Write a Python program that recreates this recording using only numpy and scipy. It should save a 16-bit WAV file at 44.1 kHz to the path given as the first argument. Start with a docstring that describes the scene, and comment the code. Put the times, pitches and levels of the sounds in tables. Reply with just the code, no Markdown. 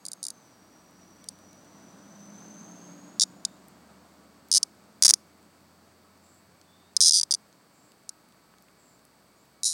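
"""Cicada held between fingers

A cicada protests in stuttering bursts close to the microphone: each flex of a tymbal clicks in and back out
and rings the hollow abdomen. The loudest clicks overload the microphone; fingers and grit tick.
Far off a vehicle accelerates past: shaped noise for roar and drone, sines for engine, a noise band for turbo.
Noise bands make faint birds, insects and air; a comb of sines makes a trace of electrical buzz."""
import sys
import numpy as np
from scipy import signal
from scipy.fft import rfft, irfft, next_fast_len
from scipy.io import wavfile

SR = 44100
rng = np.random.default_rng(int(sys.argv[2]) if len(sys.argv) > 2 else 0)


def unload_wav(signal):
    """Save mono or channel-first audio to the path in sys.argv[1] as 16-bit WAV at rate SR, clipped to [-1, 1]."""
    wavfile.write(
        sys.argv[1],
        SR,
        np.round(np.clip(np.atleast_2d(signal).T, -1, 1) * 32767).astype(np.int16),
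    )


N = 429093


def gain_of(db):
    """Decibels to amplitude."""
    return 10 ** (np.asarray(db) / 20)


def evened(x):
    """Scales to an rms of 1."""
    return x / np.sqrt(np.mean(x ** 2) + 1e-20)


def read(points, hz):
    """Reads a spectrum on a log-frequency axis."""
    point_hz, value = np.transpose(points)
    return np.interp(np.log(hz + 1), np.log(point_hz + 1), value)


def curves(rows):
    """Each column of a timed table, at every sample."""
    s, *columns = np.transpose(rows)
    return [np.interp(np.arange(N) / SR, s, column) for column in columns]


def add(mix, s, sound):
    """Mixes a sound in at time s."""
    part = mix[max(round(s * SR), 0):][:len(sound)]
    part += sound[:len(part)]


def noise(points):
    """Steady noise of rms 1 with the given spectrum."""
    size = next_fast_len(N)
    gain = gain_of(read(points, np.fft.rfftfreq(size, 1 / SR)))
    shaped = irfft(rfft(rng.standard_normal(size)) * gain, size)
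    return evened(shaped[:N])


def drift(per_s):
    """Random wander of rms 1, with per_s straight segments a second."""
    knots = rng.standard_normal(4096)
    return evened(np.interp(np.arange(N) / SR * per_s, np.arange(len(knots)), knots))


def whistle(hz, width_hz):
    """A narrow band of noise of rms 1 that follows a pitch curve."""
    r = np.exp(-np.pi * width_hz / SR)
    z = rng.standard_normal(len(hz)) + 1j * rng.standard_normal(len(hz))
    envelope = signal.lfilter([1], [1, -2 * r, r * r], z)
    carrier = np.exp(2j * np.pi * np.cumsum(hz) / SR)
    return evened((envelope * carrier).real)


def bump(hz, centre_hz, width_hz):
    """A resonance peak of height 1."""
    return 1 / (1 + (2 * (hz - centre_hz) / width_hz) ** 2)


def tymbals(scatter_db=-8, rattle_db=-11, scatter_t60_s=0.012, detune=0.0084,
            abdomen_db=6, abdomen_width_hz=550, trim_db=-0.85, size=1024):
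    """Every flex clicks twice; the fingers throw each click back within a few milliseconds."""
    # hold on the insect, nearest row in time applies: start_s, abdomen_hz, low_side_hz, finger_echo_ms,
    # echo_gain (0-1), side_resonance_db, treble_tilt_db_per_octave
    grips = np.array([(0.18, 4850, 3860, 0.42, 0.2, 5, 10.5), (1.29, 4900, 3900, 0.63, 0.6, 3, 4),
                      (3.22, 5420, 3810, 0.69, 0.05, 8, -6.5), (3.45, 5300, 3760, 0.6, 0.25, 7, -2),
                      (4.57, 5333, 3730, 0.42, 0, -4, -3), (5.08, 5420, 3850, 0.3, 0.27, -2, -1.5),
                      (7.03, 5030, 3870, 0.336, 0.46, 0, -6), (7.23, 4990, 3750, 0.84, 0.34, -6, -6),
                      (8.09, 6030, 4280, 0.296, 0.33, 7.5, 7), (9.67, 5720, 3980, 0.727, 0.48, 6.5, 4.5)])
    hz, t, out = np.fft.rfftfreq(size, 1 / SR), np.arange(size) / SR, np.zeros(N)
    fade = gain_of(-60 * t / scatter_t60_s) * (1 - np.exp(-(t / 0.00066) ** 2))
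    fade /= np.linalg.norm(fade)
    # each grip has its own pattern of small reflections
    scatter = gain_of(scatter_db) * rfft(rng.standard_normal((len(grips), size)) * fade)
    lag = swell(hz, centre_hz=5344, width_hz=2800) * swell(hz, centre_hz=9240, width_hz=2900)
    for s, db, wait_ms, back_db in flexes():
        grip = np.argmin(abs(grips[:, 0] - s))
        _, abdomen_hz, side_hz, echo_ms, echo, side_db, tilt_db = grips[grip]
        held_db = body_db(hz, side_hz, side_db, tilt_db)
        paths = 1 + echo * np.exp(-2j * np.pi * hz * echo_ms / 1000) + scatter[grip]
        click_in = (s, gain_of(db))
        click_out = (s + wait_ms / 1000, -gain_of(db + back_db))
        for start_s, push in [click_in, click_out]:
            # the abdomen's own resonance shifts a little with each strain
            strained_hz = abdomen_hz * (1 + detune * rng.standard_normal())
            hollow_db = abdomen_db * bump(hz, strained_hz, abdomen_width_hz)
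            ring = ringing(held_db + hollow_db)
            # ribs and wings rattle briefly after each click, never twice alike
            rattle = gain_of(rattle_db) * rfft(rng.standard_normal(size) * fade)
            click = irfft(rfft(ring) * (paths + rattle) * lag)
            onset_rms = np.sqrt(np.mean(click[:SR // 1000] ** 2))  # first millisecond
            add(out, start_s - .00015, push * click / onset_rms)
    return gain_of(trim_db) * out


def flexes(snap_back_db=-3, uneven_db=0.55, uneven_wait_ms=.06):
    """Uneven flexes in runs, most slowing as the muscle tires: (s, dB, wait ms, snap-back dB)."""
    # runs of flexes of one tymbal, both work where rows overlap: start_s, flexes (count), first_gap_ms,
    # gap_growth_ms, level_before_trim_db, change_per_flex_db, wait_to_snap_back_ms
    spasms = [(0.0526, 3, 11.4, 8.6, -30, -.5, 1.55), (0.1172, 2, 15.4, 0, -29, -1, 1.5),
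              (0.2295, 6, 10, 2.4, -26, -.4, 1.6), (1.2873, 1, 0, 0, -26, 0, 2.1),
              (3.1971, 3, 12.5, 3.2, -13.5, 0, 2.3), (3.2179, 2, 16.1, 0, -10.5, -2, 2.1),
              (3.4509, 1, 0, 0, -14.3, 0, 2.3), (4.5154, 6, 11.2, .6, -12.8, .4, 2.25),
              (4.5474, 3, 10.4, 2.7, -10, .6, 1.8), (4.6301, 1, 0, 0, -11, 0, 2.6),
              (5.0237, 6, 11.65, 1.7, -7.4, .1, 2.35), (5.0552, 1, 0, 0, -6, 0, 2.1),
              (5.0915, 2, 15.5, 0, -6.6, 1, 2.1), (5.1371, 1, 0, 0, -7, 0, 2.4),
              (6.9662, 1, 0, 0, -10.3, 0, 2.3), (7.0057, 4, 9.6, 1, -10.5, -1.4, 2.42),
              (7.0127, 4, 9.8, 1.3, -8.3, -1.9, 1.95), (7.0523, 4, 10.1, 1.05, -12.8, .8, 2.45),
              (7.0592, 4, 9.9, 1.65, -10.5, .7, 2), (7.1092, 8, 12.4, -.36, -12.7, -.4, 2.45),
              (7.1414, 6, 9.6, .8, -12.3, -.6, 1.9), (7.212, 2, 20.3, 0, -16.8, .4, 2.3),
              (7.3095, 3, 13.2, 2.9, -14.6, -1, 1.85), (7.3153, 2, 31.8, 0, -16.7, -.8, 2.15),
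              (8.0923, 1, 0, 0, -26, 0, 1.5), (9.6334, 5, 10.1, -.7, -19, 0, 1.95),
              (9.6578, 8, 7.5, .92, -18.8, -1.3, 2.4), (9.6783, 5, 10.4, .5, -19.5, -1.7, 1.85)]
    for start_s, count, gap_ms, slowing_ms, db, change_db, wait_ms in spasms:
        for k in range(round(count)):
            force, wait, back = rng.standard_normal(3)
            s = start_s + (k * gap_ms + k * (k - 1) / 2 * slowing_ms) / 1000
            flex_db = db + k * change_db + uneven_db * force
            yield s, flex_db, wait_ms + uneven_wait_ms * wait, snap_back_db + uneven_db * back


def body_db(hz, side_hz, side_db, tilt_db):
    """The squeeze shifts the lower resonances, frees or damps both side ones and aims the treble."""
    # ring of tymbals and body: frequency_hz, relative_level_db
    body = [(300, -53), (2650, -38), (3300, -18.5), (3800, -8), (4400, -6.5), (4900, 0.5), (5400, -3),
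            (5900, -0.5), (6800, -3.5), (7950, -6.5), (9150, 0.5), (10200, -6.5), (11700, -19),
            (16000, -54.5)]
    rest_hz, high_side_hz, side_width_hz = 3860, 7084, 810  # rest_hz: lower side resonance unsqueezed
    beam_hz = 6200  # directional above this
    unsqueezed_hz = np.interp(hz, [0, side_hz, beam_hz, SR], [0, rest_hz, beam_hz, SR])
    sides = bump(hz, side_hz, side_width_hz) + bump(hz, high_side_hz, side_width_hz)
    tilt = tilt_db * np.log2(np.maximum(hz / beam_hz, 1))
    return read(body, unsqueezed_hz) + side_db * sides + tilt


def ringing(db):
    """The causal, minimum-phase ring of an object with this gain spectrum."""
    log_gain = np.log(gain_of(np.concatenate([db, db[-2:0:-1]])))
    return np.fft.ifft(np.exp(np.conj(signal.hilbert(log_gain)))).real


def swell(hz, centre_hz, width_hz):
    """A resonance builds up slightly behind the rest of the click, at unchanged level (all-pass)."""
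    pole = centre_hz ** 2 - hz ** 2 + 1j * hz * width_hz
    return np.conj(pole) / pole


def outdoors(x, wet_db=-43, t60_s=0.39):
    """A very faint decaying-noise tail from trees and ground."""
    t = np.arange(SR // 2) / SR
    tail = rng.standard_normal(len(t)) * gain_of(-60 * t / t60_s)
    return gain_of(wet_db) * signal.fftconvolve(x, tail / np.linalg.norm(tail))[:N]


def ticks(cycles=40, trim_db=-1, faint_db=-52, faint_hz=6500, count=24):
    """Tiny dry snaps of fingers and grit, fainter ones at random times; the low ones last longer."""
    # clearer ticks: start_s, peak_before_trim_db, centre_hz
    clear = [(1.242, -35, 7040), (1.531, -43.5, 5850), (3.684, -36, 12000), (4.486, -41, 10000),
             (6.614, -41.5, 4500), (7.527, -48, 4430), (7.919, -44, 4930), (8.538, -46, 1100),
             (8.584, -47, 5000), (8.624, -44, 9200), (8.684, -47, 2000), (9.052, -43.5, 8520)]
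    t, out = np.arange(SR // 25) / SR, np.zeros(N)
    faint = [(when * N / SR, faint_db + 6 * (force - .5), faint_hz * 2 ** (pitch - .5))
             for when, force, pitch in rng.random((count, 3))]
    for s, db, hz in [*clear, *faint]:
        band = signal.butter(2, [hz * 0.47, min(hz * 1.68, SR / 2 - 1000)], "band", fs=SR)
        burst = rng.standard_normal(len(t)) * gain_of(-60 * t * hz / cycles)
        snap = signal.lfilter(*band, burst)
        add(out, s, gain_of(db + trim_db) * snap / abs(snap).max())
    return out


def vehicle(pipe_db=-9, turbo_width_hz=230):
    """Tyre roar and exhaust drone swell and fade; engine note and turbo climb between gear changes."""
    # turbo whistle: time_s, pitch_hz, level_db
    turbo = [(0, 6600, -74), (.3, 6350, -66.5), (.55, 5750, -68.5), (1.2, 5820, -66.5), (2, 5963, -62.5),
             (2.5, 6196, -54.5), (2.85, 6400, -55.5), (3.15, 6700, -65.5), (3.9, 7490, -85)]
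    # tyre roar spectrum: frequency_hz, relative_level_db
    roar_spectrum = [(30, -37.5), (100, -18.5), (200, -2.5), (400, -2), (650, -1), (1100, -2.5),
                     (1500, -5.5), (2200, -14), (3200, -16), (5000, -16), (8000, -16.5), (9500, -27.5),
                     (16000, -37)]
    # exhaust drone spectrum: frequency_hz, relative_level_db
    drone_spectrum = [(30, -52.5), (70, -31.5), (120, -9), (150, -7.5), (182, 1.5), (240, -3), (300, -2.5),
                      (380, -11.5), (600, -28.5), (2000, -59)]
    turbo_hz, turbo_db = curves(turbo)
    roar_db = passing(top_db=-56, fall_db=9.5) + .5 * drift(21)
    roar = gain_of(roar_db) * noise(roar_spectrum)
    # two hollow pipe resonances colour the drone
    pipe = whistle(np.full(N, 298), width_hz=50) + whistle(np.full(N, 630), width_hz=150)
    drone = gain_of(passing(top_db=-54, fall_db=13)) * (noise(drone_spectrum) + gain_of(pipe_db) * pipe)
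    spin = gain_of(turbo_db + 0.76 * drift(9.2)) * whistle(turbo_hz, turbo_width_hz)
    return roar + drone + engine() + spin


def passing(top_db, fall_db, nearest_s=2.65, pass_s=0.41):
    """top_db when nearest, fall_db less at ten times the distance; pass_s to cover the nearest distance."""
    distance = np.hypot(1, (np.arange(N) / SR - nearest_s) / pass_s)
    return top_db - fall_db * np.log10(distance)


def engine(trim_db=-1, waver=0.0043):
    """The firing note, and its overtones ringing the exhaust pipe as the revs climb."""
    # revs, with two gear changes: time_s, firing_rate_hz, firing_note_before_trim_db
    revs = [(0, 77.3, -93), (.7, 60.3, -80), (1.3, 62.2, -78), (2.5, 69.51, -88), (3.9, 77.3, -69),
            (4.8, 81.1, -75), (5.7, 86.2, -69.5), (7.05, 90.5, -71.5), (7.6, 59.95, -89.5),
            (8.4, 59.7, -80), (9.73, 59.35, -80)]
    # exhaust overtones: multiple of the firing rate, relative_level_db
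    orders = [(1.5, -4), (2, -2.5), (2.5, -1), (3, -1), (3.5, -9.5), (4, -3), (4.5, -5)]
    # pipe resonances: centre_hz, width_hz, peak_db
    pipe_modes = [(94, 8, -4.5), (179.5, 14, -1), (204.4, 14, 0), (290, 8.8, 0)]
    hz, level_db = curves(revs)
    turn = 2 * np.pi * np.cumsum(hz * (1 + waver * drift(8.9))) / SR
    boom_db = passing(top_db=-52, fall_db=21)
    out = gain_of(level_db + trim_db) * np.sin(turn)
    for multiple, db in orders:
        ring = sum(gain_of(peak_db) * bump(multiple * hz, centre_hz, width_hz)
                   for centre_hz, width_hz, peak_db in pipe_modes)
        out += gain_of(boom_db + db + 1.5 * drift(8.8)) * ring * np.sin(multiple * turn)
    return np.sqrt(2) * out  # sine levels are rms


def summer_air(air_db=-64.5):
    """A soft hiss of far insects, a few thin steady electrical whines and a few distant gliding bird calls."""
    # hiss spectrum: frequency_hz, relative_level_db
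    air = [(30, -26), (60, -6.5), (120, 9), (1200, -0.5), (2200, -5), (3100, -12.5), (4500, -15),
           (5600, -15), (7000, -15.5), (8000, -10), (9200, -12.5), (12000, -13.5), (15500, -11)]
    # electrical whines and a far insect band: centre_hz, width_hz, level_db
    whines = [(1143, 30, -77.5), (1287, 8, -81), (2255, 10, -82), (8090, 520, -76.5)]
    # bird calls: start_s, length_s, start_hz, end_hz, width_hz, level_before_fades_db
    birds = [(3.463, 0.098, 3650, 3730, 150, -69), (6.202, 0.24, 7430, 7830, 800, -67.5),
             (6.63, 0.32, 3450, 3760, 240, -71), (7.701, .25, 7400, 7700, 796, -70),
             (8.752, .25, 7700, 7350, 690, -68.5), (9.348, 0.11, 6500, 7900, 500, -73)]
    out = gain_of(air_db) * noise(air)
    for hz, width_hz, db in whines:
        out += gain_of(db) * whistle(np.full(N, hz), width_hz)
    for s, length_s, start_hz, end_hz, width_hz, db in birds:
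        glide = np.linspace(start_hz, end_hz, int(length_s * SR))
        fades = signal.windows.tukey(len(glide), .5)
        add(out, s, gain_of(db) * whistle(glide, width_hz) * fades)
    return out


def buzz(spacing_hz=58.57, uneven_db=2.5, count=120):
    """Faint electrical buzz: a steady comb of thin overtones, some stronger than others."""
    # overtone levels before the random unevenness: frequency_hz, level_db
    overtones = [(900, -93), (1200, -86), (1700, -95), (3200, -96), (4000, -91), (4450, -84.5), (4900, -88),
                 (5500, -93), (7000, -98)]
    k = np.arange(SR // 3000, count)
    level, phase = rng.standard_normal(len(k)), rng.random(len(k))
    line_db = read(overtones, k * spacing_hz) + uneven_db * level
    lines = np.zeros(N // 2 + 1, complex)
    bins = np.round(k * spacing_hz * N / SR).astype(int)
    lines[bins] = gain_of(line_db) * np.exp(2j * np.pi * phase)
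    return irfft(lines, N) * N / np.sqrt(2)


def scene():
    """The cicada in front of its quiet surroundings."""
    cicada = tymbals()
    return (cicada + outdoors(cicada) + ticks() + vehicle() + summer_air() + buzz())[None]


def record(dry, ceiling=.66, knee=8, edge_hz=16400):
    """The loudest clicks flatten against the ceiling, at twice the sample rate; then the band limit."""
    fine = signal.resample_poly(dry, 2, 1, axis=1)
    flattened = fine / (1 + abs(fine / ceiling) ** knee) ** (1 / knee)
    clipped = signal.resample_poly(flattened, 1, 2, axis=1)
    low_pass = signal.firwin(511, edge_hz, window=("kaiser", 9), fs=SR)
    return signal.oaconvolve(clipped, low_pass[None], "same")


dry = scene()
out = record(dry)
unload_wav(out)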